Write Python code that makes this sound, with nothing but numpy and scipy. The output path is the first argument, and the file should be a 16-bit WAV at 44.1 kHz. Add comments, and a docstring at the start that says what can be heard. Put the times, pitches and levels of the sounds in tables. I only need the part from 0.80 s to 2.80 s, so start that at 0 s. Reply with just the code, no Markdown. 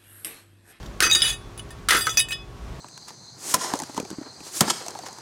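"""A dry lawn: low outdoor noise and a distant hum throughout; loose glass splinters crackle faintly.
At 0.2 s a metal tool strikes a plastic appliance base lying in broken glass: the hollow shell knocks,
the base thuds on the soil, splinters crunch. A large piece of glass clinks and chatters against the
tool, each clink favouring other modes. At 1.1 s a second blow, with more clinks and chatter.
At 1.9 s a soft gust."""
import sys
import numpy as np
from scipy import signal
from scipy.fft import rfft, irfft
from scipy.io import wavfile
from scipy.ndimage import uniform_filter1d

SR = 44100
rng = np.random.default_rng(int(sys.argv[2]) if len(sys.argv) > 2 else 0)


def bounce(signal):
    """Save signal as a 16-bit WAV file at the path given by the first command-line argument."""
    frames = np.transpose(np.atleast_2d(signal))
    limited = np.clip(frames, -1, 1)
    pcm = np.round(limited * 32767).astype(np.int16)
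    wavfile.write(sys.argv[1], SR, pcm)


N = 88200

# outdoor air spectrum: f/Hz, relative level/dB
AIR_SPECTRUM = [(12, -32), (20, -21.5), (49, 3), (77, -9), (107, -4.5), (228, -14), (319, -18.5),
                (347, -19.5), (642, -21), (718, -24), (1120, -23), (1860, -29.5), (6180, -37.5),
                (12800, -49.5), (16000, -58)]
# dip and recovery of the air about AIR_DB: t/s, level/dB
AIR_DUCK = [(0, 3), (.18, 0), (.65, -1), (1.05, -0.5), (1.65, -3.5), (1.85, 0.5), (2, 2)]
# tones of a distant machine: f/Hz, level/dB
HUM_TONES = [(118, -51.5), (350, -55.5), (409, -56), (646, -65.5), (700, -75), (759, -61.5), (1114, -58.5)]
# gust spectrum: f/Hz, relative level/dB
GUST_SPECTRUM = [(20, -25), (40, -20), (58, 7), (100, -18), (170, -20), (400, -27.5), (2000, -44),
                 (8000, -61), (16000, -93)]
# spectrum of splinters and ticks: f/Hz, relative level/dB
SPLINTER_SPECTRUM = [(100, -22), (700, -44), (1400, 2), (2500, -0.5), (5000, 0), (7500, -2.5), (10000, -6),
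                     (12000, -13), (15500, -10.5)]
# loose splinters: t/s, level/dB, decay/s
CRACKLE_EVENTS = [(0.028, -42.5, 0.0084), (0.059, -42, 0.0092), (.405, -27, 0.012), (.89, -51, .005),
                  (.985, -56, .008)]
# large piece of glass: f/Hz, relative level/dB, base T60/s
GLASS_MODES = np.column_stack([ [1820, 2546, 2962, 3440, 3760, 4772, 5036, 5936, 6283, 6686, 7590, 8085, 8190, 9017, 9703, 10114, 10381, 10906, 12940, 13600, 14480, 14870, 15730],
               [-1, -3, 1, 2, 1, 2, -2, -2, -2, 0, 2, -4, -2, -2, -2, -3, -4, -6, -8, -9, -7, -6, -11],
               [.2, .24, .19, .24, .17, .2, .18, .14, .14, .14, .17, .13, .15, .16, .14, .16, .17, .12, .14, .1, .11, .11, .1]])
# glass chattering along the tool: t/s, length/s, ring/dB, grit/dB
CHATTER_EVENTS = [(0.215, 0.063, -23.5, -28), (.295, .11, -28, -40), (0.424, .1, -29, -31),
                  (.525, 0.022, -36, -56), (1.086, 0.089, -28, -23), (1.2, 0.17, -37.5, -50),
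                  (1.369, 0.044, -26, -48), (1.515, 0.021, -34, -35)]
# glass hitting the tool: t/s, ring/dB, tick/dB, T60 factor, 3 x (favoured mode f/Hz, level/dB)
CLINK_EVENTS = [(0.235, -43, -24, 1.1, 2546, -18, 6283, -19.5, 8085, -30),
                (0.264, -59, -32, 1.07, 5936, -20.5, 4770, -23.5, 7590, -41),
                (0.299, -51, -23, 0.77, 2546, -24.5, 4770, -27, 3765, -44),
                (.3135, -59, -14, 1.08, 3765, -10, 6686, -18.5, 6283, -21.5),
                (0.33, -43, -33, 0.55, 8190, -27, 9017, -26, 13600, -30),
                (.3495, -29, -32, 0.43, 3765, -12, 6686, -13, 7590, -28),
                (0.355, -38, -12, 0.9, 4770, -20, 2965, -26.5, 9705, -30.5),
                (.4195, -67, -33, 0.29, 5040, -13, 3440, -16, 3765, -16.5),
                (0.42, -66, -24, 0.8, 2965, -15.5, 9017, -20.5, 10114, -23),
                (.456, -67, -26, 1.38, 3440, -26.5, 10381, -25, 3765, -26.5),
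                (.479, -42, -31, 1.2, 10381, -34, 6686, -35, 1820, -62),
                (.504, -55, -25, 0.23, 3440, -23.5, 4770, -43, 7590, -45),
                (0.777, -56, -35, 0.73, 10381, -38, 10114, -44, 9017, -45),
                (0.795, -51, -40, 0.27, 2965, -31, 7590, -45, 6686, -45),
                (0.9063, -53.5, -41, 0.52, 1820, -43.5, 10381, -47.5, 8190, -51),
                (1.168, -38, -24, 1.3, 3440, -28.5, 9705, -26.5, 12940, -33),
                (1.186, -48.5, -34, 1.94, 10906, -28, 6686, -38, 13600, -30),
                (1.2098, -38, -34, 0.66, 4770, -23, 8190, -23.5, 14480, -36),
                (1.255, -43.5, -42, 2.1, 3765, -56, 5936, -33.5, 10114, -39),
                (1.294, -41.5, -33, 0.62, 3440, -24.5, 5936, -23, 6686, -32),
                (1.3718, -58, -15, 0.77, 2546, -18, 5040, -18.5, 14870, -23.5),
                (1.3733, -36, -32, 0.54, 5936, -12.5, 6686, -22, 4770, -23.5),
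                (1.394, -54, -20, 0.74, 10906, -16, 3765, -23, 9705, -25),
                (1.402, -36, -12, 0.76, 2965, -23, 8085, -25, 3440, -33),
                (1.486, -47.5, -32, 1, 2546, -35, 1820, -38.5, 7590, -40.5),
                (1.5082, -44.5, -48, 0.36, 2546, -24.5, 8190, -36, 14870, -38),
                (1.5208, -59, -29.5, 0.62, 1820, -34, 2965, -24.5, 3765, -28),
                (1.527, -55.5, -32, 1.13, 3440, -32.5, 2546, -35, 5040, -34.5)]
# whole base on the soil: f/Hz, relative level/dB, T60/s
THUD_MODES = [(170, -9, 0.068), (249, -21, 0.069), (357, 1.5, 0.062), (398, 2, 0.062), (453, 1, 0.045),
              (526, -12, 0.085), (814, -15, .04)]
# plastic shell: f/Hz, relative level/dB, T60/s
SHELL_MODES = [(1250, -27, .05), (1296, 3, 0.13), (1350, 7.5, 0.076), (1407, -0.5, 0.13), (1506, 9, 0.041),
               (1596, 4, 0.037), (1774, 6, 0.022), (1952, -5, 0.15), (2025, 0, 0.098), (2400, -16, .03)]
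# contacts of the two blows: t/s, shell/dB, thud/dB, crack/dB, splinters/dB, crunch decay/s
BLOW_CONTACTS = [(0.2045, -18, -34, -7, -16.5, 0.011), (0.223, -22, -31, -26, -15.5, .018),
                 (0.24, -24.5, -41, -28, -43, 0.028), (0.252, -23, -30.5, -31, -33, 0.0072),
                 (.267, -22.5, -31.5, -33, -40, 0.026), (0.358, -29.5, -36.5, -48, -45, 0.02),
                 (.44, -40, -37.5, -48, -46, 0.019), (1.087, -17.5, -49, -10.5, -19, 0.012),
                 (1.1071, -10.5, -22.5, -12.5, -11.5, 0.0062), (1.122, -15.5, -37, -27, -30, 0.031),
                 (1.141, -25, -28.5, -32, -33, 0.024), (1.1488, -16.5, -27, -27, -23.5, 0.024),
                 (1.176, -29, -49, -39, -42, .012), (1.2688, -14.5, -29, -20, -28, 0.0053),
                 (1.276, -21.5, -33.5, -28, -43, 0.011)]

AIR_DB, HUM_WANDER_HZ = -39.5, 2.46
GUST_PEAK_S, GUST_SIGMA_S, GUST_DB = 1.917, 0.063, -32
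DETUNE_HZ, TWIN_SPREAD_HZ, TWIN_DB = 4, 29.4, -5.5
RING_DECAY_SHAPE = 1.176  # above 1: the ring holds, then dies away ever faster
CHATTER_PER_S, CHATTER_SPREAD_DB, CHATTER_T60_FACTOR, CHATTER_DB_PER_OCTAVE = 900, 5, 0.5, -1.5
CRUNCH_PER_S, CRUNCH_SPREAD_DB = 5600, 4.5
SPLINTER_DECAY_S, TICK_DECAY_S, CRACK_DECAY_S = 0.00068, 0.0012, 0.0021


def undb(db):
    return 10 ** (np.asarray(db) / 20)


def unit_rms(x):
    return x / np.sqrt(np.mean(x ** 2) + 1e-20)


def since(start_s):
    """Seconds since start, zero before."""
    return np.maximum(np.arange(N) - int(start_s * SR), 0) / SR


def fade(start_s, decay_s):
    """Sudden start, exponential decay."""
    t = since(start_s)
    return (t > 0) * np.exp(-t / max(decay_s, 1e-4))


def through(force, response):
    """Convolve with a response scaled to unit energy."""
    return signal.fftconvolve(force, response / np.linalg.norm(response))[:N]


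def colour(x, spectrum):
    """Shape the spectrum, keeping the power of white noise."""
    hz, db = np.array(spectrum).T
    bins_hz = np.maximum(np.arange(N // 2 + 1) * SR / N, 1)
    gain = undb(np.interp(np.log(bins_hz), np.log(hz), db))
    return irfft(rfft(x) * unit_rms(gain), N)


def high_pass(x, hz):
    """A small body radiates little bass."""
    return signal.sosfilt(signal.butter(2, hz, "high", fs=SR, output="sos"), x)


def ring(modes, decay_shape=1, phase_rad=0):
    """Decaying modes, slightly detuned on each call."""
    t = np.arange(SR // 4) / SR
    hz, db, t60_s = np.array(modes).T[:, :, None]
    hz = hz + DETUNE_HZ * rng.standard_normal(hz.shape, dtype=np.float32)
    decay = undb(-60 * (t / np.maximum(t60_s, 1e-3)) ** decay_shape)
    return (undb(db) * decay * np.sin(2 * np.pi * hz * t + phase_rad)).sum(0)


def clicks(per_s, spread_db):
    """Random tiny impacts of uneven size, rms 1."""
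    impacts = (rng.random(N) < per_s / SR) * rng.choice([-1, 1], N)
    return unit_rms(impacts * undb(spread_db * rng.standard_normal(N)))


def air():
    """Low outdoor noise that dips after the blows and recovers, as with automatic gain."""
    duck_db = np.interp(since(0), *np.array(AIR_DUCK).T)
    return undb(AIR_DB + duck_db) * colour(rng.standard_normal(N), AIR_SPECTRUM)


def hum():
    """Distant machine: each tone wavers in pitch."""
    out = np.zeros(N)
    for hz, db in HUM_TONES:
        wander_hz = HUM_WANDER_HZ * unit_rms(uniform_filter1d(rng.standard_normal(N), size=4000))
        out += undb(db) * np.sqrt(2) * np.sin(2 * np.pi * np.cumsum(hz + wander_hz) / SR)
    return out


def gust():
    """One soft gust rumbles on the microphone."""
    swell = np.exp(-((since(0) - GUST_PEAK_S) / GUST_SIGMA_S) ** 2 / 2)
    return undb(GUST_DB) * swell * colour(rng.standard_normal(N), GUST_SPECTRUM)


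def splinters(envelope):
    """Dense tiny impacts, each a short bright crack."""
    force = envelope * clicks(CRUNCH_PER_S, CRUNCH_SPREAD_DB)
    t = np.arange(SR // 50) / SR
    crack = rng.standard_normal(len(t)) * np.exp(-t / SPLINTER_DECAY_S)
    return colour(through(force, crack), SPLINTER_SPECTRUM)


def crackles():
    """Loose splinters crackle in brief bursts."""
    return splinters(sum(undb(db) * fade(start_s, decay_s) for start_s, db, decay_s in CRACKLE_EVENTS))


def glass_ring(modes):
    """Uneven glass: each mode beats against a weaker twin."""
    twins = modes + [0, TWIN_DB, 0]
    twins[:, 0] += TWIN_SPREAD_HZ * rng.standard_normal(len(modes))
    return ring(modes, RING_DECAY_SHAPE) + ring(twins, RING_DECAY_SHAPE, np.pi / 2)


def chatter():
    """Quick light contacts keep the glass ringing; grit grinds under it."""
    drive, grit = np.zeros((2, N))
    for start_s, length_s, ring_db, grit_db in CHATTER_EVENTS:
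        t = since(start_s)
        contact = (t > 0) * np.exp(-(t / length_s) ** 6)
        drive += undb(ring_db) * contact
        grit += undb(grit_db) * contact
    modes = np.array(GLASS_MODES) * [1, 1, CHATTER_T60_FACTOR]
    modes[:, 1] += CHATTER_DB_PER_OCTAVE * np.log2(modes[:, 0] / modes[0, 0])
    response = glass_ring(modes)
    force = drive * clicks(CHATTER_PER_S, CHATTER_SPREAD_DB)
    return through(force, response) + splinters(grit)


def clinks():
    """A tick, then the glass rings; the contact point favours three modes."""
    rings, tick_envelope = np.zeros((2, N))
    for start_s, ring_db, tick_db, t60_factor, *favoured in CLINK_EVENTS:
        modes = np.array(GLASS_MODES) * [1, 1, t60_factor] + [0, ring_db, 0]
        for hz, db in zip(favoured[::2], favoured[1::2]):
            nearest = np.argmin(abs(modes[:, 0] - hz))
            modes[nearest, 1] = db
        sound = glass_ring(modes)
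        onset = int(start_s * SR)
        rings[onset:onset + len(sound)] += sound
        tick_envelope += undb(tick_db) * fade(start_s, TICK_DECAY_S)
    ticks = colour(tick_envelope * rng.standard_normal(N), SPLINTER_SPECTRUM)
    return rings + high_pass(ticks, hz=1370)


def blows():
    """An impulse and a dying crunch drive the shell and the base on the soil; splinters crack."""
    shell_force, thud_force, crack_envelope, crunch_envelope = np.zeros((4, N))
    for start_s, shell_db, thud_db, crack_db, splinter_db, decay_s in BLOW_CONTACTS:
        envelope = fade(start_s, decay_s)
        force = envelope * clicks(CRUNCH_PER_S, CRUNCH_SPREAD_DB)
        force[int(start_s * SR)] += 0.66 * np.linalg.norm(force)  # first contact
        shell_force += undb(shell_db) * force
        thud_force += undb(thud_db) * force
        crack_envelope += undb(crack_db) * fade(start_s, CRACK_DECAY_S)
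        crunch_envelope += undb(splinter_db) * envelope
    knock = high_pass(through(shell_force, ring(SHELL_MODES)), hz=1050)
    thud = high_pass(through(thud_force, ring(THUD_MODES)), hz=210)
    cracks = colour(crack_envelope * rng.standard_normal(N), SPLINTER_SPECTRUM)
    return knock + thud + cracks + splinters(crunch_envelope)


def scene():
    return (blows() + clinks() + chatter() + air() + hum() + gust() + crackles())[None]


def record(dry):
    """Soft clip, then low-pass."""
    ceiling, top_hz = 0.71, 15800
    rounded = ceiling * np.tanh(dry / ceiling)
    return signal.sosfilt(signal.ellip(8, .2, 70, top_hz, fs=SR, output="sos"), rounded)


dry = scene()
out = record(dry)
bounce(out)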